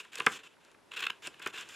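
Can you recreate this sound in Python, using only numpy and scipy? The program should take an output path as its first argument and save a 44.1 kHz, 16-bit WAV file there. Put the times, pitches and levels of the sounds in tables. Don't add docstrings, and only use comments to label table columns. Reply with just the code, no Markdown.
import sys
import numpy as np
from scipy import signal
from scipy.fft import rfft, irfft, next_fast_len
from scipy.io import wavfile
from scipy.ndimage import map_coordinates

SR = 44100
rng = np.random.default_rng(int(sys.argv[2]) if len(sys.argv) > 2 else 0)


def level_to_linear(level):
    exponent = np.asarray(level, float) / 20
    return 10 ** exponent


def waveform_to_disk(signal):
    frames = np.transpose(np.atleast_2d(signal))
    scaled = np.clip(frames, -1, 1) * 32767
    samples = np.round(scaled).astype(np.int16)
    wavfile.write(sys.argv[1], SR, samples)


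N = 77175
T = np.arange(N) / SR

# (pitch_hz, width_hz, level_db)
PAGE_TONES = [(138, 67, -11), (211, 75, -7), (336.4, 104, -1), (460, 77.6, 1.5), (778, 210, -6.5)]


def unit(x):
    return x / np.sqrt(np.mean(x ** 2) + 1e-20)


def along(points, hz):
    point_hz, values = np.transpose(points)
    return np.interp(np.log(hz + 1), np.log(point_hz + 1), values)


def wobble(knots_per_s):
    knots = rng.standard_normal(int(N * knots_per_s / SR) + 4)
    return map_coordinates(knots, [T * knots_per_s])


def filtered(x, response):
    size = next_fast_len(N + SR // 4)
    gain = response(np.fft.rfftfreq(size, 1 / SR))
    gain = unit(np.abs(gain)) * np.exp(1j * np.angle(gain))
    return irfft(rfft(x, size) * gain, size)[..., :N]


def ringing(x, peaks):
    def response(hz):
        total = 0
        for k, (center, width, db) in enumerate(peaks):
            peak = 1j * hz * width / (center * center - hz * hz + 1j * hz * width)
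            total = total + (-1) ** k * level_to_linear(db) * peak
        return total
    return filtered(x, response)


def air():
    # (pitch_hz, level_db per Hz)
    air_color = [(15, -49), (25, -18.5), (352, -2), (792, -7.5), (931, -4), (1120, -10), (2090, -13),
                 (11200, -28.5), (15800, -51)]
    # (pitch_hz, likeness from 0 to 1)
    likeness = [(60, 0.078), (240, 0.074), (950, 0.64), (3770, 0.75), (15000, 1)]

    def mid_and_side(hz):
        turn = np.arccos(np.clip(along(likeness, hz), -1, 1)) / 2
        return level_to_linear(along(air_color, hz)) * [np.cos(turn), np.sin(turn)]

    mid, side = filtered(rng.standard_normal((2, N)), mid_and_side)
    tone = unit(np.array([mid + side, mid - side]))
    whine = ringing(rng.standard_normal(N), [(11100, 100, 0)])
    return level_to_linear(-63.5 + 1.7 * wobble(7.3)) * tone + level_to_linear(-87) * whine


def fibres():
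    spread_db = 4
    signs = np.sign(rng.standard_normal(N))
    return unit(signs * level_to_linear(spread_db * rng.standard_normal(N)))


def rub(force, hiss, page_db, high_tones):
    # (pitch_hz, width_hz, level_db)
    blade_body = [(1052, 182, -3), (1580, 294, 1.5), (2642, 368, 5), (3480, 550, 0), (4224, 490, -8.5)]
    body = ringing(force * fibres(), blade_body)
    treble = ringing(hiss * fibres(), high_tones)
    page = ringing(force * fibres(), PAGE_TONES)
    return body + treble + level_to_linear(page_db) * page


def slides():
    # (start_s, length_s, first_level_db, last_level_db, hiss_over_body_db)
    slide_moves = [(-.01, 0.034, -35, -57.5, -8), (0.027, 0.086, -54.5, -70.5, -12),
                   (0.116, 0.043, -55, -47, -9.5), (0.168, 0.039, -42, -47, -18),
                   (0.186, 0.073, -58, -50.5, -10), (0.277, 0.049, -60.5, -52, 1),
                   (0.313, 0.061, -43.5, -48, -7), (0.386, 0.046, -50, -65.5, -16),
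                   (0.43, 0.044, -52.5, -55, -11), (0.486, 0.055, -70, -66, -11),
                   (0.601, 0.12, -67.5, -69, -11), (0.908, 0.043, -54, -46, -16.5),
                   (0.961, 0.14, -41, -53, -16.5), (1.113, 0.073, -60, -65, -14),
                   (1.219, 0.057, -51.5, -43, -8.5), (1.3, 0.11, -63, -62, -14),
                   (1.415, 0.086, -44, -56.5, -16), (1.491, 0.016, -57, -56, -9),
                   (1.524, 0.043, -53.5, -41.5, -11.5), (1.571, 0.06, -41.5, -46.5, -11),
                   (1.634, 0.061, -55, -57, -10.5), (1.687, .08, -52, -53.5, -5)]
    # (pitch_hz, width_hz, level_db)
    slide_hiss = [(4940, 910, 0.5), (7250, 900, 4.5), (10150, 2800, -8), (13500, 3000, -13.5)]
    attack_s, release_s, rough_db, page_db = 0.0052, 0.006, 1, -16.5
    force_power, hiss_power = np.zeros(N), np.zeros(N)
    for start, length, first_db, last_db, hiss_db in slide_moves:
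        since = T - start
        fade_in = np.clip(since / attack_s, 0, 1)
        fade_out = np.exp(-np.clip(since - length, 0, 1) / release_s)
        level_db = first_db + (last_db - first_db) * np.clip(since / length, 0, 1)
        shape = fade_in * fade_out * level_to_linear(level_db)
        force_power += shape ** 2
        hiss_power += (level_to_linear(hiss_db) * shape) ** 2
    uneven = level_to_linear(rough_db * wobble(130))
    return rub(np.sqrt(force_power) * uneven, np.sqrt(hiss_power) * uneven, page_db, slide_hiss)


def snaps():
    # (start_s, crack_db, ring_db, thud_db)
    snap_events = [(0.049, -53.5, -50, -74), (0.1558, -31.5, -50.5, -57), (0.185, -36, -53, -43.5),
                   (0.192, -50, -47, -56), (0.2, -35.5, -33, -41.5), (0.217, -59, -62, -46),
                   (.264, -22.5, -16, -26), (.399, -57, -70, -64), (.44, -68, -66, -61),
                   (0.565, -70, -65, -85), (0.649, -53.5, -61.5, -75), (.68, -75, -61, -75),
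                   (0.715, -55.5, -67, -83), (.743, -73, -58.5, -69), (0.784, -80, -63.5, -88),
                   (0.885, -71, -69, -74), (1.272, -35.5, -51, -44.5), (1.396, -47.5, -46, -51),
                   (1.461, -36.5, -28, -35), (1.477, -50, -42.5, -45), (1.536, -54, -60.5, -48),
                   (1.61, -40, -59, -68), (1.689, -44, -60, -56)]
    # (pitch_hz, level_db)
    crack_color = [(1500, -12), (3000, -1.5), (5500, -2), (8000, -1), (11000, -10), (15000, -31)]
    # (pitch_hz, width_hz, level_db)
    sheet_tones = [(1018, 43, -2.5), (1178, 39, -4.5), (1323, 86, -2), (1607, 180, -2.5), (2070, 125, -7),
                   (2437, 176, -6.5), (3280, 880, -19)]
    lag_s, ring_hold_s = 0.0013, 0.0038
    crack_t60_s, ring_t60_s, thud_t60_s = 0.011, 0.02, 0.038
    crack, ring, thud = np.zeros((3, N))
    for start, crack_db, ring_db, thud_db in snap_events:
        since = np.clip(T - start, 0, 1)
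        late = np.clip(T - start - lag_s, 0, 1)
        rise = np.clip(since / lag_s, 0, 1) ** 2
        crack += (T >= start) * level_to_linear(crack_db - 60 * since / crack_t60_s)
        ring += rise * level_to_linear(ring_db - 60 * np.clip(late - ring_hold_s, 0, 1) / ring_t60_s)
        thud += rise * level_to_linear(thud_db - 60 * late / thud_t60_s)
    noise = rng.standard_normal((3, N))
    bright = crack * filtered(noise[0], lambda hz: level_to_linear(along(crack_color, hz)))
    return bright + ringing(ring * noise[1], sheet_tones) + ringing(thud * noise[2], PAGE_TONES)


def bites():
    # (start_s, length_s, level_db, hiss_over_body_db)
    bite_events = [(.131, 0.0047, -46, -9), (0.176, 0.0078, -53, 4), (0.221, 0.0013, -35.5, -14),
                   (.2015, 0.0051, -30, -25), (.916, 0.0049, -42.5, -14), (0.934, 0.01, -44, -12.5),
                   (0.959, 0.025, -40, -11), (0.989, 0.011, -36.5, -14), (1.001, 0.011, -36.5, -11),
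                   (1.02, 0.014, -31.5, -18), (1.034, 0.014, -32.5, -18), (1.048, .012, -39.5, -15),
                   (1.065, 0.0071, -25, -19.5), (1.088, 0.0049, -55, -24), (1.0981, 0.0037, -33.5, -18),
                   (1.1012, 0.0047, -26.5, -19.5), (1.339, 0.0094, -53, -12.5), (1.421, 0.0078, -49, -3),
                   (1.457, 0.0078, -50, -12), (1.47, 0.0075, -35.5, -6.5)]
    # (pitch_hz, width_hz, level_db)
    steel_tones = [(4980, 520, 3), (7100, 810, 3), (9700, 1640, -6), (12260, 250, -4), (12840, 250, -6.5),
                   (14500, 1900, -13.5)]
    edge, page_db = 0.95, -22
    force, hiss = np.zeros(N), np.zeros(N)
    for start, length, level_db, hiss_db in bite_events:
        swell = np.sin(np.pi * np.clip((T - start) / length, 0, 1)).clip(0) ** edge
        shape = level_to_linear(level_db) * swell * (T > start) * (T < start + length)
        force += shape
        hiss += level_to_linear(hiss_db) * shape
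    return rub(force, hiss, page_db, steel_tones)


def ports(x):
    # (pitch_hz, level_db)
    port_color = [(300, -36), (2000, -27.5), (6000, -25.5), (14000, -19.5)]
    smear = rng.standard_normal(400) * np.exp(-T[:400] / 0.0014)
    smeared = signal.fftconvolve(x, smear / np.linalg.norm(smear))[:N]
    side = filtered(smeared, lambda hz: level_to_linear(along(port_color, hz)))
    return level_to_linear(-24) * np.array([side, -side])


def room(x):
    # (pitch_hz, time_to_fade_60_db_s)
    room_fade = [(200, 0.36), (1500, 0.19), (5000, 0.13), (12000, 0.15)]
    level_db, side_db = -14.5, -19.5
    hz, t, noise = signal.stft(rng.standard_normal((2, SR // 3)), SR, nperseg=256)
    fade = level_to_linear(-60 * t / along(room_fade, hz)[:, None])
    tail = signal.istft(noise * fade, SR, nperseg=256)[1]
    tail = tail / np.linalg.norm(tail[0])
    delayed = np.pad(x, (200, 0))
    mid, side = signal.fftconvolve(delayed[None], tail, axes=1)[:, :N]
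    return level_to_linear(level_db) * (mid + level_to_linear(side_db) * np.array([side, -side]))


def scene():
    background = air()
    near = slides() + snaps() + bites()
    pan = level_to_linear([[0.25], [-0.25]])
    return near * pan + ports(near) + room(near) + background


def band_limit(x):
    return signal.sosfilt(signal.butter(12, 15990, fs=SR, output="sos"), x)


def record(dry):
    return band_limit(dry)


dry = scene()
out = record(dry)
waveform_to_disk(out)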